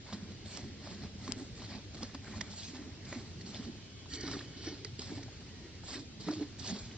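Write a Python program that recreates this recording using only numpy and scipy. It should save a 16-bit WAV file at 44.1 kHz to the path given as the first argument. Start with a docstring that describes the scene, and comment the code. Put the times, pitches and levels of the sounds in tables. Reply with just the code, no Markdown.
"""Milk hisses and spatters into froth as a cow is milked by hand in a yard, a step from a small two-port microphone.
Each jet is patchy noise with droplet grains; the air it traps gurgles low in the steel pail as unsteady tones.
Drops snap and gouts splat as decaying notes and noise bursts, a hard click falls once, and the bare wall
sings as resonant noise. Thin far tones come and go; a drone of narrow noise lies under the soft hiss of the yard."""
import sys
import numpy as np
from scipy import signal
from scipy.fft import rfft, irfft, next_fast_len
from scipy.io import wavfile
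from scipy.ndimage import uniform_filter1d, map_coordinates

SR = 44100
rng = np.random.default_rng(int(sys.argv[2]) if len(sys.argv) > 2 else 0)


def nominal_scale(level):
    """Amplitude ratio for a level in decibels (scalar or array-like)."""
    x = np.asarray(level, float) / 20
    return 10 ** x


def generate_wav(signal):
    """Clip the signal to [-1, 1] and save it as 16-bit WAV at the path in sys.argv[1]."""
    frames = np.transpose(np.atleast_2d(signal))
    scaled = np.clip(frames, -1, 1) * 32767
    pcm = np.round(scaled).astype(np.int16)
    wavfile.write(sys.argv[1], SR, pcm)


N = 307377  # samples

# Levels in the tables are relative: each source applies its own trim.


def unit(x):
    """Normalisation: scaled to rms 1."""
    return x / np.sqrt(np.mean(x ** 2) + 1e-20)


def along(points, hz):
    """Interpolation of (Hz, value) points on a logarithmic frequency axis."""
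    f, v = np.transpose(points)
    return np.interp(np.log(hz + 1), np.log(f + 1), v)


def curves(rows):
    """Linear interpolation in time: one value per sample for each column after the time."""
    s, *cols = np.transpose(rows)
    return [np.interp(np.arange(N) / SR, s, c) for c in cols]


def wobble(rate):
    """Slow random modulation: a smooth curve through `rate` random knots a second."""
    return map_coordinates(rng.standard_normal(int(N * rate / SR) + 4), [np.arange(N) * rate / SR])


def filtered(x, response):
    """Linear filtering: the spectrum of x times a complex response of frequency."""
    m = next_fast_len(N + 8192)
    return irfft(rfft(x, m) * response(np.fft.rfftfreq(m, 1 / SR)), m)[..., :N]


def coloured(x, spectrum):
    """Spectral shaping: x through (Hz, dB) points, then rms 1."""
    return unit(filtered(x, lambda hz: nominal_scale(along(spectrum, hz))))


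def patchy(patchy_db, channels=1):
    """Non-stationary noise: channels share patches of random gain in time and frequency."""
    z = signal.stft(rng.standard_normal((channels, N)), nperseg=512)[2]
    field = rng.standard_normal(z.shape[1:])
    field = uniform_filter1d(field, size=3, axis=0)
    field = uniform_filter1d(field, size=9, axis=1)
    return signal.istft(z * nominal_scale(patchy_db * unit(field)), nperseg=512)[1][:, :N]


def bubbles(count, size, centre_hz, spread, cycles, rise, scatter_db):
    """Damped oscillators at random times: soft start, pitch creeping up as each bubble surfaces."""
    draw = rng.random((count, 2))
    start = (draw[:, 0] * N).astype(int)
    hz = (centre_hz[start] * np.exp(spread * rng.standard_normal(count)))[:, None]
    turns = hz * np.arange(size) / SR
    life = turns / cycles
    envelope = life * np.exp(-3 * life)
    wave = np.sin(2 * np.pi * turns * (1 + rise * np.minimum(life, 1))) * envelope
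    wave *= nominal_scale(-scatter_db * np.log(draw[:, 1:] + 0.00081))  # a few grains far louder than the rest
    places = start[:, None] + np.arange(size)
    return unit(np.bincount(places.ravel(), wave.ravel(), N + size)[:N])


def ports(x):
    """Phase difference between receivers: the two ports hear the pail with a shift that varies with pitch."""
    # lead of the left port: hz, phase_rad
    lead = [(100, 0.33), (300, 0.5), (3200, -0.16), (4200, -1.5), (5400, -1.5), (6200, -2), (8000, -4)]
    sides = np.array([[1], [-1]])
    return filtered(x, lambda hz: np.exp(.5j * along(lead, hz) * sides))


def panned(left_right_db):
    """Intensity stereo: gains of the two channels for a level difference."""
    return nominal_scale([[left_right_db / 2], [-left_right_db / 2]])


def spread_out(noise, grains, spectrum, level_db, alike):
    """Partial coherence: grains and one noise come straight from the pail, two more as the walls scatter them."""
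    late_grains = np.roll(grains, 300)  # samples
    paths = np.vstack([unit(noise[0] + grains), unit(noise[1:] + 0.4 * late_grains)])
    direct, *scattered = coloured(paths, spectrum) * nominal_scale(level_db)
    return np.sqrt(alike) * ports(direct) + np.sqrt(1 - alike) * np.array(scattered)


def surges(rows, levels_db, swell_db):
    """Exponential envelopes of power, one a row: a jump, a steady swell in dB to the peak, a steady fade."""
    jump_s, shortest_fade_s = 0.00788, .015  # the jump ends at the start time; lesser fades are lengthened
    t = np.arange(0, N, 128) / SR
    start, swell, fade = (np.asarray(rows)[:, k, None] for k in range(3))
    since = t - start
    growing_db = swell_db * (since / swell - 1)
    fading_db = -20 * (since - swell) / np.maximum(fade, shortest_fade_s)
    db = np.where(since < swell, growing_db, fading_db).clip(-99, 0)
    jump = np.clip(1 + since / jump_s, 0, 1)
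    return t, nominal_scale(2 * (db + levels_db[:, None])) * jump ** 2


def loudness_db(rows, levels_db, swell_db, rest_db):
    """Incoherent addition: all surges and a constant floor summed as powers, in dB per sample."""
    t, power = surges(rows, levels_db, swell_db)
    return np.interp(np.arange(N) / SR, t, 10 * np.log10(power.sum(0) + nominal_scale(2 * rest_db)))


def resonance(f, centre_hz, width_hz, db):
    """Response of a damped resonator: a causal peak of the given height at its centre."""
    loss = 1j * f * width_hz
    return nominal_scale(db) * loss / (centre_hz * centre_hz - f * f + loss)


def yard():
    """Broadband ambience: soft hiss over a rumble that swells and sinks, with a wavering drone of narrow noise."""
    # spectrum heard in common by the two ports: hz, db_per_hz
    common = [(12, -41.5), (20, -21), (38, -9), (77, 0), (108, 3), (207, -9.5), (279, -9), (395, -12),
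              (482, -17.5), (1040, -29.5), (2040, -24), (2680, -24), (4510, -25), (5500, -28), (6500, -32),
              (7600, -38), (7850, -62), (9880, -76), (16700, -120)]
    # spectrum heard in opposition by the two ports: hz, db_per_hz
    opposed = [(12, -32.5), (20, -13.5), (48, -13), (98, -7), (158, -13), (281, -8.5), (478, -15),
               (1310, -22), (1960, -21.5), (2280, -20), (4490, -13.5), (7250, -20.5), (8220, -26),
               (10700, -58), (18100, -120)]
    # level of the rumble and drone: time_s, level_db
    rumble_level = [(0, 0), (0.6, 0.5), (1.5, 1), (2.3, 1), (2.8, -0.5), (3.3, 1.5), (3.8, -3), (4.3, 2),
                    (4.8, -1), (5.2, 0), (5.7, -1.5), (6.2, -0.5), (6.6, -0.5), (6.97, -2)]
    drone = [(55, -30), (82, -3.5), (93, 1.0), (106, -4.5), (150, -31), (300, -89)]  # hz, db_per_hz
    mid = nominal_scale(-50 + 0.85 * wobble(3.374)) * coloured(patchy(2.14)[0], common)
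    side = nominal_scale(-57.5) * coloured(patchy(1.3)[0], opposed)
    hum = nominal_scale(-57 + 0.57 * wobble(6.0)) * coloured(rng.standard_normal(N), drone)
    low = filtered(mid, lambda hz: 1 / (1 + (hz / 220) ** 4))
    rumble = (low + hum) * nominal_scale(curves(rumble_level)[0])
    hiss = mid - low
    return np.array([hiss + side, hiss - side]) + ports(rumble)


def jets():
    """Turbulent break-up: a fine spray of droplets over a coarser splash; both sputter as the jet breaks up."""
    # surges of the jet, several to one squirt:
    # start_s, swell_s, fade_s (for 20 dB), spray_db, mist_over_spray_db, splash_db
    jet_surges = [(0.047, 0.042, 0.34, -58.5, -12.5, -54.5), (0.118, 0.018, 0.08, -56.5, -14.5, -59),
                  (0.297, 0.017, 0, -60, -6, -57), (0.454, 0.12, 0.12, -52, -7, -51.5),
                  (0.796, 0.093, 0.22, -56.5, -13, -55.5), (0.964, 0.074, 0.1, -60, -19.5, -59),
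                  (1.189, 0.12, 0.1, -55, -7, -53.5), (1.375, 0.024, 0.1, -59, -3.5, -54),
                  (1.528, 0.1, 0.25, -58.5, -10, -56.5), (1.617, 0.095, 0.24, -56, -24, -55),
                  (1.942, 0.0092, 0, -52.5, -6, -53.5), (1.967, 0.075, 0.1, -55, -9.5, -52.5),
                  (2.142, 0.012, -0.04, -52.5, -24, -49), (2.238, 0.042, 0.06, -59.5, -8, -52.5),
                  (2.279, 0.062, 0.52, -57, -8, -53.5), (2.499, 0.14, 0.23, -52, -7.5, -65.5),
                  (2.717, 0.038, 0.16, -57.5, -9, -52), (3.044, 0.095, 0.28, -56.5, -9, -54.5),
                  (3.121, 0.0063, 0, -68, -8, -46), (3.405, 0.0097, 0, -54.5, -10.5, -64),
                  (3.451, 0.024, 0.18, -55.5, -5.5, -61), (3.504, 0.032, 0.27, -52.5, -14, -52.5),
                  (4.092, 0.07, -0.07, -51, -8, -61), (4.202, 0.11, 0.22, -49.5, -11.5, -50.5),
                  (4.566, 0.097, 0.27, -52, -19, -58.5), (4.986, 0.036, 0.32, -51.5, -12, -57.5),
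                  (5.052, 0.041, 0.43, -59, -9, -56.5), (5.839, 0.053, 0.18, -51.5, -9, -56),
                  (5.902, 0.057, 0.04, -45, -11, -46), (6.202, 0.13, 0.15, -49, -13.5, -52),
                  (6.27, 0.026, -0.02, -63, -16, -45.5), (6.348, 0.086, -0.4, -58.5, -17, -54.5),
                  (6.589, 0.11, 0.21, -47, -9, -50), (6.719, 0.026, -0.27, -45, -14.5, -62)]
    # colour of the spray: hz, db_per_hz
    spray_colour = [(1500, -24.5), (2600, -9), (3400, -4), (3850, -2), (4050, 0), (4300, 2.5), (4750, -0.5),
                    (5250, 0.5), (5550, -5.5), (6500, -16), (7200, -30.5)]
    # colour of the finest droplets: hz, db_per_hz
    mist_colour = [(5000, -21.5), (5800, -1.5), (6500, -2), (7300, 4), (8100, -12), (8500, -37.5)]
    # colour of the splash: hz, db_per_hz
    splash_colour = [(300, -26.5), (550, 2), (900, -3.5), (1400, -4.5), (1900, 0.5), (2500, -3.5),
                     (3500, -22)]
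    spray_swell_db, splash_swell_db = 8.5, 13
    spray_peak, mist_over, splash_peak = np.transpose(jet_surges)[3:]
    # the last argument is the steady dribble under the surges
    spray_db = loudness_db(jet_surges, spray_peak, spray_swell_db, -73.5)
    mist_db = loudness_db(jet_surges, spray_peak + mist_over, spray_swell_db, -88)
    splash_db = loudness_db(jet_surges, splash_peak, splash_swell_db, -72.5)
    flat, sputter = np.ones(N), wobble(45)

    fizz = bubbles(count=10000, size=200, centre_hz=4500 * flat, spread=.33, cycles=8, rise=.05, scatter_db=2.3)
    spray_db = spray_db + 2.5 + 1.8 * sputter + 1.0 * wobble(140)
    spray = spread_out(patchy(3.2, channels=3), 0.76 * fizz, spray_colour, spray_db, alike=0.47)
    mist_db = mist_db + 8.0 + 2.3 * sputter
    mist = spread_out(patchy(5.2, channels=3), 0.14 * fizz, mist_colour, mist_db, alike=0.87)

    plips = bubbles(count=6000, size=400, centre_hz=1300 * flat, spread=.55, cycles=3, rise=.1, scatter_db=2.1)
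    splash_db = splash_db + 0.091 + 1.5 * sputter
    splash = spread_out(patchy(4.2, channels=3), 0.52 * plips, splash_colour, splash_db, alike=0.8)
    return (spray + mist) * panned(-1.8) + splash


def gurgle():
    """Bubble resonance: the air pocket under the jet hums unsteadily, over churning milk and loose bubbles."""
    # surges of air dragged under: start_s, swell_s, fade_s (for 20 dB), level_db, pocket_pitch_hz
    gurgles = [(0.125, 0.019, 0.08, -44, 208.0), (0.184, 0.077, 0.33, -50, 211.8),
               (0.418, 0.2593, 0.14, -48.5, 224.7), (0.801, 0.16, -0.03, -47.5, 208.3),
               (0.962, 0.09, -0.1, -48, 204.0), (1.141, 0.0085, 0.42, -52, 195.2),
               (1.251, 0.042, 0.1, -45.0, 238.0), (1.353, 0.0772, 0, -44, 252.0),
               (1.588, 0.032, -0.08, -48.5, 232.4), (1.686, 0.1, -0.02, -43.5, 214.4),
               (1.936, 0.016, 0.18, -50.5, 215.8), (1.991, 0.043, -0.06, -48.5, 238.0),
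               (2.138, 0.02, -0.44, -46.5, 257.7), (2.292, 0.11, 0.32, -47.5, 212.0),
               (2.684, 0.21, 0, -47.5, 260.3), (3.058, 0.015, 0.3, -58, 200.0),
               (3.109, 0.0595, 0.17, -45, 240.2), (3.436, 0.023, 0.3, -49, 196.9),
               (3.539, 0.025, -0.1, -44, 253), (3.58, 0.1205, 0, -45, 229.5),
               (3.929, 0.0084, -0.1, -52, 194), (4.109, 0.1206, 0.44, -46.0, 300.0),
               (4.26, 0.11, 0.02, -39.5, 267.8), (4.565, 0.17, 0.13, -46.0, 290.0),
               (4.819, 0.0094, 0.12, -54, 313.0), (4.983, 0.014, 0.08, -50.0, 260.0),
               (5.097, 0.02, 0.22, -44, 284.2), (5.894, 0.0787, 0.16, -46.5, 281.0),
               (6.2, 0.0098, 0.4, -51.5, 190.5), (6.271, 0.039, 0, -35.5, 302.0),
               (6.364, 0.067, 0.06, -44.5, 300), (6.581, 0.12, -0.4, -51.5, 271.3),
               (6.684, 0.034, 0.13, -38.5, 213.0), (6.829, 0.099, 0.5, -51.5, 250.0)]
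    swell_db, froth_db, froth_hz = 7.5, -61, 208  # the froth is a steady floor with a pitch of its own
    middle_hz, tilt_db = 250, 4.5  # a higher pocket tilts the churn brighter, dB per octave
    churn = [(110, -39.0), (170, 2.3), (300, -4.5), (430, -1.5), (520, -17.5), (800, -14.5),
             (1200, -35.5)]  # hz, db_per_hz
    peak_db, pitch_hz = np.transpose(gurgles)[3:]
    level_db = loudness_db(gurgles, peak_db, swell_db, froth_db)

    # pitch is the power-weighted mean of all pockets and the froth
    t, power = surges(gurgles, peak_db, swell_db)
    rest = nominal_scale(2 * froth_db)
    mean_hz = (pitch_hz @ power + froth_hz * rest) / (power.sum(0) + rest)
    pocket_hz = np.interp(np.arange(N) / SR, t, mean_hz)
    shaky = wobble(28) + 1j * wobble(28) + 1.2  # random amplitude and phase
    hum = unit((shaky * np.exp(2j * np.pi * np.cumsum(pocket_hz) / SR)).real)

    glugs = bubbles(count=1500, size=2500, centre_hz=1.15 * pocket_hz, spread=.25, cycles=7, rise=.06, scatter_db=2)
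    milk = spread_out(patchy(3.6, channels=3), 0.34 * glugs, churn, level_db - 3.0, alike=0.92)
    deep = filtered(milk, lambda hz: 1 / (1 + (hz / middle_hz) ** 6))
    tilt = nominal_scale(tilt_db * np.log2(pocket_hz / middle_hz))
    milk = deep / tilt + (milk - deep) * tilt
    return (milk + nominal_scale(level_db - 3.5) * hum) * panned(-1.8)


def snaps():
    """Impact transients: each drop is a sharp crack with a short note, over a duller slap."""
    # drops: start_s, peak_db, pitch_hz, left_right_db, slap_over_crack_db
    drops = [(0.126, -32.5, 955, -6, -3.5), (0.319, -39.5, 4040, 5, -21), (0.572, -34, 7550, -12, -33),
             (0.872, -32.5, 840, -3, -5), (1.036, -39, 4160, -2, -8), (1.245, -44, 4500, -2, -20),
             (1.278, -26.5, 1075, -1, -13), (1.62, -38.5, 3900, 3, -1.5), (1.946, -41.5, 4260, -5.5, -10),
             (2.03, -30.5, 4960, -3, -8.5), (2.146, -29.5, 980, 1, -11), (2.244, -40, 1542, -9, -18),
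             (2.408, -29, 1950, -7, -21.5), (2.4108, -21, 1940, -6, -23), (3.127, -34, 1920, -2.5, -3),
             (3.41, -40.5, 1940, -3, -22), (3.463, -41, 4590, -0.5, -15), (3.545, -36, 3540, 7, -20),
             (4.058, -49, 3574, -4, 2), (4.313, -30, 3990, -1, -14), (4.847, -29, 4730, -7, -35),
             (4.851, -32, 1994, 0, -29), (4.993, -30, 4900, -2, -28), (5.018, -34.5, 5003, -6, -26),
             (5.836, -37.5, 817, 1.5, -11), (6.209, -38, 4668, -2.5, -26), (6.285, -27.5, 1248, 1, -2.5)]
    t60_at_1khz_s, shortens = 0.019, 0.1  # higher drops die sooner by this power of pitch
    rise_s, slap_t60_s = .0002, 0.035
    crack_grows, crack_even_db = 0.32, -28.5  # louder drops are more crack: dB per dB about this level
    crack_colour = [(500, -24.5), (900, -4.0), (5500, 5.5), (7400, 0.5), (8200, -10.0)]  # hz, gain_db
    slap_colour = [(300, -22.0), (550, 6.5), (1500, -1.5), (2500, -33.5)]  # hz, gain_db
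    out, slaps, t = np.zeros((2, N + SR)), np.zeros(N + SR), np.arange(SR // 10) / SR
    noises = rng.standard_normal((len(drops), 2, len(t)))
    for (s, db, hz, pan_db, slap_db), (crack, slap) in zip(drops, noises):
        t60 = t60_at_1khz_s * (hz / 1000) ** -shortens
        crack_gain = (0.43 + hz / 5200) * nominal_scale(crack_grows * (db - crack_even_db))
        note = np.sin(2 * np.pi * hz * t) + crack_gain * crack
        shape = nominal_scale(db - 5.5 - 60 * t / t60) * (1 - np.exp(-t / rise_s))
        begin = round((s + .0004) * SR)  # just after the slap
        out[:, begin:][:, :len(t)] += shape * note * panned(pan_db)
        slaps[round(s * SR):][:len(t)] += nominal_scale(db + slap_db + 6.5 - 60 * t / slap_t60_s) * slap
    out = filtered(out[:, :N], lambda hz: nominal_scale(along(crack_colour, hz)))
    return ports(out) + filtered(slaps[:N], lambda hz: nominal_scale(along(slap_colour, hz)))


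def splats():
    """Band-limited bursts: each gout of milk lands as noise around its own pitch, quick to rise, with a short tail."""
    # broken-off gouts landing: start_s, peak_db, centre_hz, left_right_db, hold_s
    gouts = [(0.126, -37.5, 3900, -2, 0.01), (0.457, -45, 4000, -4, 0.0056), (2.02, -40.5, 1200, 0, 0.014),
             (2.029, -35, 4740, 3, 0.0049), (2.148, -42, 4150, 0, .004), (2.272, -42, 1520, -5, 0.0054),
             (2.324, -43.5, 2120, 0, .005), (2.334, -44, 795, -1, .015), (2.738, -46.5, 2130, -2, 0.0035),
             (3.049, -43, 4640, -1, 0.011), (3.061, -53.5, 2000, -4, 0.033), (3.149, -43, 1990, -3, 0.0056),
             (4.135, -31, 4464, -9, 0.0056), (4.208, -36, 5800, -8, 0.0046), (4.23, -37, 4500, -4, 0.0054),
             (4.278, -37.5, 1290, -4, 0.009), (4.335, -39.5, 1500, -3, 0.022),
             (4.277, -35.5, 4500, -8, .004), (4.391, -31.5, 3730, -1.5, 0.0024),
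             (4.402, -40.5, 1490, -3, 0.0099), (5.175, -47.5, 690, -2, 0.022),
             (5.229, -41.5, 5007, -4, 0.0071), (5.23, -45.5, 1900, -1, 0.005),
             (5.28, -49.5, 710, 3, 0.0096), (5.928, -48, 1100, 3, .006), (5.94, -37, 1712, -1, 0.0082),
             (6.304, -41, 1240, 2, 0.0099), (6.307, -38, 4600, -2, .01), (6.593, -37.5, 4710, -12, 0.0078),
             (6.673, -31.5, 4865, -5, .008), (6.705, -37, 4500, -4, 0.0051),
             (6.787, -41.5, 4500, -2, 0.0091), (6.851, -44, 4990, -5, 0.0075), (6.91, -48, 2500, -4, .006)]
    width_octaves, tail_t60_s, rise_s = 0.41, 0.02, 0.00059
    out, t = np.zeros((2, N + SR)), np.arange(SR // 10) / SR
    f = np.fft.rfftfreq(len(t), 1 / SR) + 1
    noises = rng.standard_normal((len(gouts), len(t)))
    for (s, db, hz, pan_db, hold_s), noise in zip(gouts, noises):
        band = 1 / (1 + (np.log2(f / hz) / width_octaves) ** 4)
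        burst = unit(irfft(rfft(noise) * band, len(t)))
        tail_db = -60 * np.maximum(t - hold_s, 0) / tail_t60_s
        shape = nominal_scale(db - 8.5 + tail_db) * (1 - np.exp(-t / rise_s))
        out[:, round(s * SR):][:, :len(t)] += burst * shape * panned(pan_db)
    return ports(out[:, :N])


def gulps():
    """Volume pulsation of trapped air: a pocket closes, swells and rings a few cycles at its own pitch."""
    # big air pockets closing: start_s, peak_db, pitch_hz, t60_s
    pockets = [(0.132, -28, 196, 0.06), (0.224, -33.5, 195, 0.091), (0.299, -34, 196, 0.066),
               (1.032, -32, 186, 0.1), (1.289, -19.5, 255, 0.045), (1.362, -36.5, 253.5, 0.19),
               (2.03, -23.5, 250, 0.054), (2.147, -34.5, 270, 0.12), (2.408, -36.5, 190, 0.064),
               (2.879, -33.5, 271, 0.06), (3.048, -34, 197, .03), (3.119, -32, 261, 0.054),
               (3.158, -28, 250, 0.067), (3.596, -23, 252, 0.041), (3.69, -29, 209.2, 0.063),
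               (4.133, -31, 277, 0.055), (4.239, -26.5, 312, 0.059), (4.67, -23, 322, 0.062),
               (4.85, -27, 405, 0.033), (4.99, -32.5, 410, 0.053), (5.113, -33, 387.3, 0.06),
               (5.174, -28.5, 286, 0.059), (6.285, -24, 330, 0.045), (6.302, -24, 322, 0.067),
               (6.33, -26.5, 306.3, 0.085), (6.366, -29, 312, 0.097), (6.41, -21.5, 296, 0.1)]
    swell_s = 0.0044
    out, t = np.zeros(N + SR), np.arange(SR // 5) / SR
    for s, db, hz, t60 in pockets:
        shape = nominal_scale(db - 1.5 - 60 * t / t60) * (1 - np.exp(-t / swell_s))
        out[round(s * SR):][:len(t)] += shape * np.sin(2 * np.pi * hz * t)
    return out[:N] * panned(-1.8)


def clicks():
    """Impulse response: a hard, dry click close by, one blow and a brief rattle through broad, dead resonances."""
    # blows: start_s, force_db, left_right_db
    blows = [(1.32135, -6, 8)]
    # resonances of the struck body: hz, width_hz, level_db
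    body = [(1000, 1500, -12), (3300, 1600, -2), (5100, 600, 9), (6900, 1100, -1)]
    rattle_db, rattle_t60_s = -24, .012
    out, t = np.zeros((2, N + SR)), np.arange(SR // 50) / SR
    for s, db, pan_db in blows:
        rattle = nominal_scale(rattle_db - 60 * t / rattle_t60_s) * rng.standard_normal(len(t))
        blow = rattle + (t == 0)
        out[:, round(s * SR):][:, :len(t)] += nominal_scale(db) * blow * panned(pan_db)
    return ports(filtered(out[:, :N], lambda f: sum(resonance(f, *peak) for peak in body)))


def whine():
    """Additive synthesis: a faint far whine of thin partials that swell together, each flickering on its own."""
    # level of the whole: time_s, level_db
    whine_level = [(3.5, -93), (3.54, -58), (3.64, -68), (3.8, -69), (3.9, -68), (4.02, -63), (4.08, -79),
                   (4.13, -65.5), (4.6, -63), (4.66, -67), (4.95, -70.5), (5.0, -88)]
    # partials: pitch_hz, level_db
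    partials = [(1080, -12.5), (2200, -5), (3035, 0.5), (3330, -4)]
    t = np.arange(N) / SR
    tones = np.zeros(N)
    for hz, db in partials:
        tones += nominal_scale(db + 1.7 * wobble(22)) * np.sin(2 * np.pi * hz * t + 0.7 * wobble(30))
    return nominal_scale(curves(whine_level)[0] + 0.3) * tones * panned(-6)


def wall():
    """Forced resonance: the jet's hiss sings in the bare steel wall; the spot struck sets the balance of modes."""
    # the jet strikes the wall and slides down it: time_s, level_db, spot (0 high on the wall, 1 low)
    strikes = [(4.08, -89, 0.16), (4.12, -46.5, 0), (4.19, -47, 0.09), (4.25, -48, 0.93), (4.39, -53, .9),
               (4.43, -68, .5), (4.6, -57, 0.69), (4.67, -45, 0.69), (4.8, -73, .5)]
    # modes of the wall: hz, width_hz (before squaring), struck_high_db, struck_low_db
    modes = [(1480, 150, -12.5, -1), (1900, 210, 1, -5.5), (2185, 390, -5.5, -3), (3040, 200, -5.5, -7),
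             (4320, 370, -4.5, -2.5), (4500, 200, -3, -3.5), (5780, 220, -3.5, 0.5)]
    between_db = -14  # hiss that fills the gaps between the resonances
    level_db, low = curves(strikes)
    hiss, low = patchy(2.8)[0], low.clip(0, 1)

    def ring(column):
        """Modal sum: the hiss through squared resonances, weighted for one striking spot."""
        def response(f):
            peaks = sum(nominal_scale(mode[column]) * resonance(f, *mode[:2], 0) ** 2 for mode in modes)
            return peaks + nominal_scale(between_db) * resonance(f, 3500, 4500, 0.0017) ** 2
        return unit(filtered(hiss, response))

    return nominal_scale(level_db) * ports((1 - low) * ring(column=2) + low * ring(column=3))


def whistle():
    """Frequency modulation: a thin, unsteady far tone with a weaker one an octave below."""
    # course of the tone: time_s, pitch_hz, level_db
    course = [(5.43, 1930, -89.5), (5.47, 1942, -61), (5.54, 1900, -59), (5.575, 1900, -64),
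              (5.6, 1870, -57), (5.69, 1890, -59), (5.77, 1916, -69), (5.82, 1870, -93)]
    hz, db = curves(course)
    phase = 2 * np.pi * np.cumsum(hz + 18 * wobble(60)) / SR
    return nominal_scale(db - 6 + 3 * wobble(40)) * (np.sin(phase) + 0.5 * np.sin(phase / 2))


def scene():
    """Superposition of all sources."""
    milk = jets() + gurgle() + snaps() + splats() + gulps() + wall()
    return yard() + milk + clicks() + whine() + whistle()


def top_cut(x):
    """Nothing passes above the cut-off."""
    return signal.sosfilt(signal.butter(12, 8370, fs=SR, output="sos"), x)


def record(dry):
    """Band limitation: a narrow-band recorder passes little above 8 kHz."""
    band_edge = [(7900, -0.5), (8250, -16.5), (8450, -74.5)]  # hz, gain_db
    mix = filtered(dry, lambda hz: nominal_scale(along(band_edge, hz)))
    return top_cut(mix)


dry = scene()
out = record(dry)
generate_wav(out)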